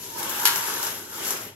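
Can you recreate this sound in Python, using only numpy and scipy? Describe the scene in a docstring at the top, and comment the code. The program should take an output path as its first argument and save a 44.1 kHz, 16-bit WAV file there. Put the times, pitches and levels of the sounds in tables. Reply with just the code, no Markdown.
"""A carpeted room, walls close by, a stereo microphone near a plastic track where a toy slot car runs.
Over the murmur of the air its motor whines, its gears rasp, its tyres hiss and its pickups sizzle on
the rails; the hollow track drones under it, most in the bend. It ticks over the joints and once clacks
hard against the slot. The walls answer, and each of the two microphone ports adds its own colour."""
import sys
import numpy as np
from scipy import signal
from scipy.fft import rfft, irfft, next_fast_len
from scipy.io import wavfile
from scipy.ndimage import uniform_filter1d, map_coordinates

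SR = 44100
rng = np.random.default_rng(int(sys.argv[2]) if len(sys.argv) > 2 else 0)


def wav_out(sig):
    """Save sig, one row per channel (or a flat mono array), as 16-bit PCM at SR to the path in sys.argv[1]."""
    wavfile.write(sys.argv[1], SR, np.round(np.clip(np.atleast_2d(sig).T, -1, 1) * 32767).astype(np.int16))


N = 68355
TIME = np.arange(N) / SR

def amp(db):
    """Decibels to gain."""
    return 10 ** (np.asarray(db) / 20)

def unit(x):
    """Scaled to rms 1."""
    return x / np.sqrt(np.mean(x ** 2) + 1e-20)

def along(points, hz):
    """(Hz, value) points read on a log axis."""
    knots, values = np.transpose(points)
    return np.interp(np.log(hz + 1), np.log(knots + 1), values)

def wobble(rate):
    """A smooth random curve, rate knots a second."""
    return map_coordinates(rng.standard_normal(N), [TIME * rate], mode="mirror")

def add(out, x, s):
    """Mix x into out from time s."""
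    part = out[:, round(s * SR):][:, :x.shape[1]]
    part += x[:, :part.shape[1]]

def filtered(x, response):
    """x through a complex frequency response."""
    size = 2 * next_fast_len(N // 2 + SR // 8)
    return irfft(rfft(x, size) * response(np.fft.rfftfreq(size, 1 / SR)), size)[..., :x.shape[-1]]

def colour(points):
    """The causal response through these (Hz, dB) points."""
    def response(hz):
        cepstrum = irfft(np.log(amp(along(points, hz))))
        half = len(cepstrum) // 2
        cepstrum[1:half] *= 2
        cepstrum[half + 1:] = 0
        return np.exp(rfft(cepstrum))
    return response

def body(modes):
    """Response of a body whose resonances alternate in sign."""
    return lambda hz: sum((-1) ** k * amp(db) * 1j * hz * width / (f ** 2 - hz ** 2 + 1j * hz * width)
                          for k, (f, width, db) in enumerate(modes))

def right_lead(s):
    """Response that brings a sound to the right port s earlier than the left."""
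    return lambda hz: np.exp(1j * np.pi * s * np.array([-hz, hz]))

# Likeness of the room at the two ports (frequency [Hz], correlation [ratio])
LIKENESS = [(100, 0.96), (250, 0.97), (400, 0.77), (900, 0.15), (1600, 0.25), (3000, 0.26), (6000, 0.37),
            (10000, 0.061)]
def diffuse(size):
    """Noise as the room delivers it: alike in the bass, nearly unrelated in the treble."""
    def mid_side(hz):
        angle = np.arccos(np.clip(along(LIKENESS, hz), -1, 1)) / 2
        return np.array([np.cos(angle), np.sin(angle)])
    mid, side = filtered(rng.standard_normal((2, size)), mid_side)
    return np.array([mid + side, mid - side])

# Room tone (frequency [Hz], relative level [dB])
AIR = [(20, -15), (55, -4), (75, -2.5), (110, 7.5), (170, -4), (300, -8), (1000, -36.5), (8000, -24)]
def room_air():
    """The air murmurs low all round the microphone."""
    return amp(-55.5) * unit(filtered(diffuse(N), colour(AIR)))

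# Decay of the carpeted room (frequency [Hz], t60 [s])
ROOM_DECAY = [(200, 0.26), (1200, 0.77), (4000, 0.34), (12000, 0.24)]
def room_tail():
    """Reverberation that lingers longest in the midrange."""
    hz, t, spectra = signal.stft(diffuse(SR // 2), SR, nperseg=256)
    fade = amp(-60 * t / along(ROOM_DECAY, hz)[:, None])
    onset = 1 - np.exp(-t / 0.0029)
    tail = signal.istft(spectra * fade * onset, SR, nperseg=256)[1][:, :SR // 2]
    return tail / np.linalg.norm(tail[0])

def contact(hold_s, t60):
    """A brief chatter: full for a moment, then gone."""
    t = np.arange(SR // 2) / SR
    return diffuse(len(t)) * amp(-60 * np.maximum(t - hold_s, 0) / t60)

# Echoes off the near walls (delay [s], left level [dB], right level [dB])
WALL_ECHOES = [(.0055, -6, -15), (.0082, 2, -11), (.0108, -5, -14), (.0158, -9, -16), (.0198, 1, -14),
               (.0247, -9, -18), (.0283, -3, -18)]
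# Their colour (frequency [Hz], gain [dB])
WALL_COLOUR = [(300, -19), (3000, -7), (8000, -8), (11500, -3.5), (16000, -9)]
def hit(hold_s, t60, room_db):
    """A contact, its shorter scattered echoes from the walls and the room's tail."""
    direct = contact(hold_s, t60)
    early = np.zeros_like(direct)
    for s, left_db, right_db in WALL_ECHOES:
        add(early, contact(0.66 * hold_s, 0.66 * t60) * amp([[left_db], [right_db]]), s)
    tail = amp(room_db) * np.linalg.norm(direct[0]) * room_tail()
    return direct + filtered(early, colour(WALL_COLOUR)) + tail

def whine(curve, waver, rate):
    """A fluttering tone spread by the room; waver is a share of its pitch."""
    s, hz, db = np.transpose(curve)
    pitch = np.interp(TIME, s, hz) * (1 + waver * wobble(rate))
    tone = np.sin(2 * np.pi * np.cumsum(pitch) / SR) * amp(4 * wobble(49.92))
    reverb = amp(4) * signal.fftconvolve(tone[None], room_tail(), axes=1)[:, :N]
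    return amp(np.interp(TIME, s, db)) * unit(tone + reverb)

# Motor and gear tones (time [s], pitch [Hz], level [dB])
MOTOR_WHINE = [(0, 970, -48), (0.128, 950.5, -50.5), (0.189, 890, -37), (0.281, 1038, -38.5),
               (.37, 938.8, -45), (.5, 978, -43), (0.621, 963.4, -38), (.72, 933, -48.5),
               (0.819, 957, -40.5), (0.951, 920, -68), (1.08, 900, -62)]
GEAR_WHISTLE = [(.18, 8500, -72), (.23, 8250, -47), (.28, 7730, -42), (.33, 7860, -45), (.36, 8340, -37),
                (.42, 8100, -60), (.57, 8000, -62), (.67, 7850, -48), (.73, 7814, -77)]
def motor():
    """The motor whines and its gears whistle; both fade as the car leaves the bend."""
    return whine(MOTOR_WHINE, waver=0.0506, rate=120) + whine(GEAR_WHISTLE, waver=0.0113, rate=500)

def friction(response, grain_db, grain_rate):
    """Rubbing that grips and slips in short grains and drifts in colour, heard through a body; rms 1."""
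    spectra = signal.stft(diffuse(N) * amp(grain_db * wobble(grain_rate)), nperseg=512)[2]
    patches = uniform_filter1d(rng.standard_normal(spectra.shape), size=3, axis=1)
    drift_db = 1.9 * unit(uniform_filter1d(patches, size=14, axis=2))
    rubbing = signal.istft(spectra * amp(drift_db), nperseg=512)[1][:, :N]
    return unit(filtered(rubbing, response))

# Rumble under the car (frequency [Hz], relative level [dB])
DECK_RUMBLE = [(50, -51.5), (130, -9), (220, -3.5), (280, -3.5), (335, 0), (392, -0.5), (450, -2.5),
               (560, -7), (750, -12.5), (1500, -30.5)]
# Boom of the deck (frequency [Hz], width [Hz], gain [dB])
DECK_MODES = [(395, 19, -2.5)]
def deck_rumble():
    """The hollow deck booms as the car rolls over it."""
    deck = lambda hz: colour(DECK_RUMBLE)(hz) * (1 + body(DECK_MODES)(hz))
    return friction(deck, grain_db=0.9, grain_rate=60)

# Colours of the rubbing parts (frequency [Hz], relative level [dB])
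PICKUP_SIZZLE = [(3000, -45), (7000, 1), (9000, -4), (12000, 3), (16000, 1.5)]
TYRE_HISS = [(1500, -22), (3000, -8), (3900, -0.5), (5500, 0), (7500, -0.5), (9000, -0.5), (11000, -6),
             (16000, -22)]
GEAR_RASP = [(200, -23), (600, -5.5), (1200, -5), (2100, 0), (3200, -2), (4200, -10), (7000, -37)]
# Ringing of the plastic track (frequency [Hz], width [Hz], gain [dB])
TRACK_MODES = [(835, 48, -6), (914, 40, -3.5), (971, 42, -4.5), (1109, 18, -4.5), (1153, 22, -5.5),
               (1284, 51, -4.5), (1392, 22, -1), (1518, 80, -5), (1638, 23, -3.5), (1710, 47, -6),
               (2480, 71, -23), (3410, 27, -10)]
# Relative levels along the run (time [s], sizzle [dB], hiss [dB], rasp [dB], drone [dB], rumble [dB])
RUN_LEVELS = [(0, -42, -46, -50.5, -62, -49), (0.045, -37.5, -40, -48.5, -54, -45),
              (0.14, -42.5, -42.5, -49.5, -51, -48.5), (0.197, -34, -35.5, -42, -32.5, -42.5),
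              (0.27, -36.5, -40, -38, -38, -44), (0.35, -30.5, -38, -37, -34, -43.5),
              (0.44, -27.5, -35.5, -38.5, -31.5, -44), (0.63, -30, -35.5, -37.5, -38.5, -43.5),
              (0.72, -32.5, -34.5, -38, -30.5, -43), (0.791, -33, -36.5, -40.5, -34.5, -45),
              (0.88, -32.5, -33.5, -37, -34.5, -42.5), (0.958, -35, -41, -43.5, -43, -44),
              (1.08, -45.5, -47.5, -51, -49.5, -50), (1.151, -36, -40.5, -49, -40.5, -48.5),
              (1.23, -36, -37, -37.5, -42, -42), (1.282, -25.5, -32.5, -38, -36, -41.5),
              (1.35, -36, -37.5, -38.5, -39, -41.5), (1.421, -39, -41, -44.5, -43, -45),
              (1.48, -40.5, -48, -45.5, -65, -47.5), (1.55, -67.5, -59.5, -58.5, -71, -54.5)]
def running_car():
    """Pickups, tyres and gears rub, the track drones; the chassis judders all but the deck's rumble."""
    s, *levels = np.transpose(RUN_LEVELS)
    sizzle_db, hiss_db, rasp_db, drone_db, rumble_db = [np.interp(TIME, s, db) for db in levels]
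    judder = amp(0.54 * wobble(170))
    sizzle = amp(sizzle_db - 3) * friction(colour(PICKUP_SIZZLE), grain_db=0.5, grain_rate=600)
    hiss = amp(hiss_db) * friction(colour(TYRE_HISS), grain_db=1.4, grain_rate=630)
    rasp = amp(rasp_db + 1) * friction(colour(GEAR_RASP), grain_db=-0.5, grain_rate=500)
    drone = amp(drone_db - 2.5) * friction(body(TRACK_MODES), grain_db=3.0, grain_rate=300)
    rumble = amp(rumble_db - 1) * deck_rumble()
    return judder * (sizzle + hiss + rasp + drone) + rumble

# Joints between track pieces (time [s], tick level [dB], scrape level [dB])
TRACK_JOINTS = [(0.1817, -34, -32), (0.2301, -24.5, -43), (0.2947, -24.5, -27), (0.3989, -26.5, -38),
                (0.559, -19.5, -27), (0.6718, -29, -44), (0.7383, -28.5, -33), (0.829, -22, -28),
                (0.8672, -25, -42), (1.249, -26.5, -42), (1.306, -20.5, -42)]
# Colours of tick and scrape (frequency [Hz], gain [dB])
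TICK_COLOUR = [(300, -12), (900, 0), (3000, -8), (6000, 2), (10000, 0.5), (16000, -5.5)]
SCRAPE_COLOUR = [(3000, -35), (8000, -6), (11500, -20), (13500, 1), (16000, 7)]
def joint_ticks():
    """The pickups catch on each joint and scrape brightly as they settle."""
    ticks, scrapes = np.zeros((2, N)), np.zeros((2, N))
    for s, tick_db, scrape_db in TRACK_JOINTS:
        add(ticks, amp(tick_db) * hit(hold_s=0.0017, t60=0.014, room_db=-0.5), s)
        add(scrapes, amp(scrape_db) * hit(hold_s=0.012, t60=0.07, room_db=-6), s)
    return filtered(ticks, colour(TICK_COLOUR)) + filtered(scrapes, colour(SCRAPE_COLOUR))

# Colour of the blow (frequency [Hz], gain [dB])
CLACK_COLOUR = [(100, -48), (660, -28), (860, -0.5), (1500, -1.5), (2200, -0.5), (2950, -3.5), (3700, 0),
                (4300, -2.5), (6000, -2.5), (9000, -3.5), (12000, -2), (16000, -9)]
# Hard ring of the car's plastic shell (frequency [Hz], width [Hz], gain [dB])
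SHELL_MODES = [(1660, 170, -1), (2980, 280, 1), (4250, 380, 2), (9250, 600, -4)]
# Rails and track ringing on (frequency [Hz], level [dB], t60 [s])
RAIL_MODES = [(926, -31, .25), (969, -36, .7), (1384, -34, .6), (1690, -30, .25), (2918, -41, .45),
              (3388, -37, .2), (3709, -42, .6), (4721, -37, .35), (7440, -41, .25)]
def clack():
    """The car slams against the slot in the bend and rings its shell, the track and the rails."""
    def plastic(hz):
        track = amp(-1) * body(TRACK_MODES)(hz)
        shell = sum(body([mode])(hz) for mode in SHELL_MODES)
        return colour(CLACK_COLOUR)(hz) * (1 + track + shell)
    blow = amp(-8.5) * filtered(hit(hold_s=0.003, t60=0.011, room_db=2), plastic)
    t = np.arange(blow.shape[1]) / SR
    ring = sum(amp(db - 60 * t / t60) * np.sin(2 * np.pi * (hz * t + rng.random((2, 1))))
               for hz, db, t60 in RAIL_MODES)
    out = np.zeros((2, N))
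    add(out, blow + ring, s=0.4535)
    return filtered(out, right_lead(s=0.00006))  # further right than the rest of the run

def scene():
    """The car, a little off the microphone's centre, over the room's air."""
    car = running_car() + motor() + joint_ticks() + clack()
    return filtered(car, right_lead(s=0.00008)) + room_air()

# Colour of the microphone ports (frequency [Hz], gain [dB])
LEFT_PORT = [(150, 1), (450, 1.5), (680, 1), (1000, -2), (1600, 1), (2600, 0.5), (3000, 2.5), (3400, 1),
             (3900, 0.5), (4600, -2), (5500, 3), (6200, 1), (7400, 5.5), (8400, -8), (9100, -3),
             (10800, 7.5), (11750, 13), (12900, 5.5), (15600, -6.5)]
RIGHT_PORT = [(150, 0.5), (450, 2), (850, 3), (1600, 0.5), (2150, -6.5), (2950, 1.5), (4200, 0), (5800, 5),
              (6700, 3), (7300, -8), (8150, -1), (8900, -2), (10600, -6.5), (11800, 1), (12700, -14),
              (13500, -8.5), (15600, -7)]
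def record(dry):
    """Each port colours its channel; peaks are rounded off and nothing passes the band limit."""
    ceiling, top_hz = 0.85, 15780
    ports = filtered(dry, lambda hz: np.array([colour(LEFT_PORT)(hz), colour(RIGHT_PORT)(hz)]))
    rounded = ports / (1 + np.abs(ports / ceiling) ** 6) ** (1 / 6)
    return filtered(rounded, lambda hz: hz < top_hz)

dry = scene()
out = record(dry)
wav_out(out)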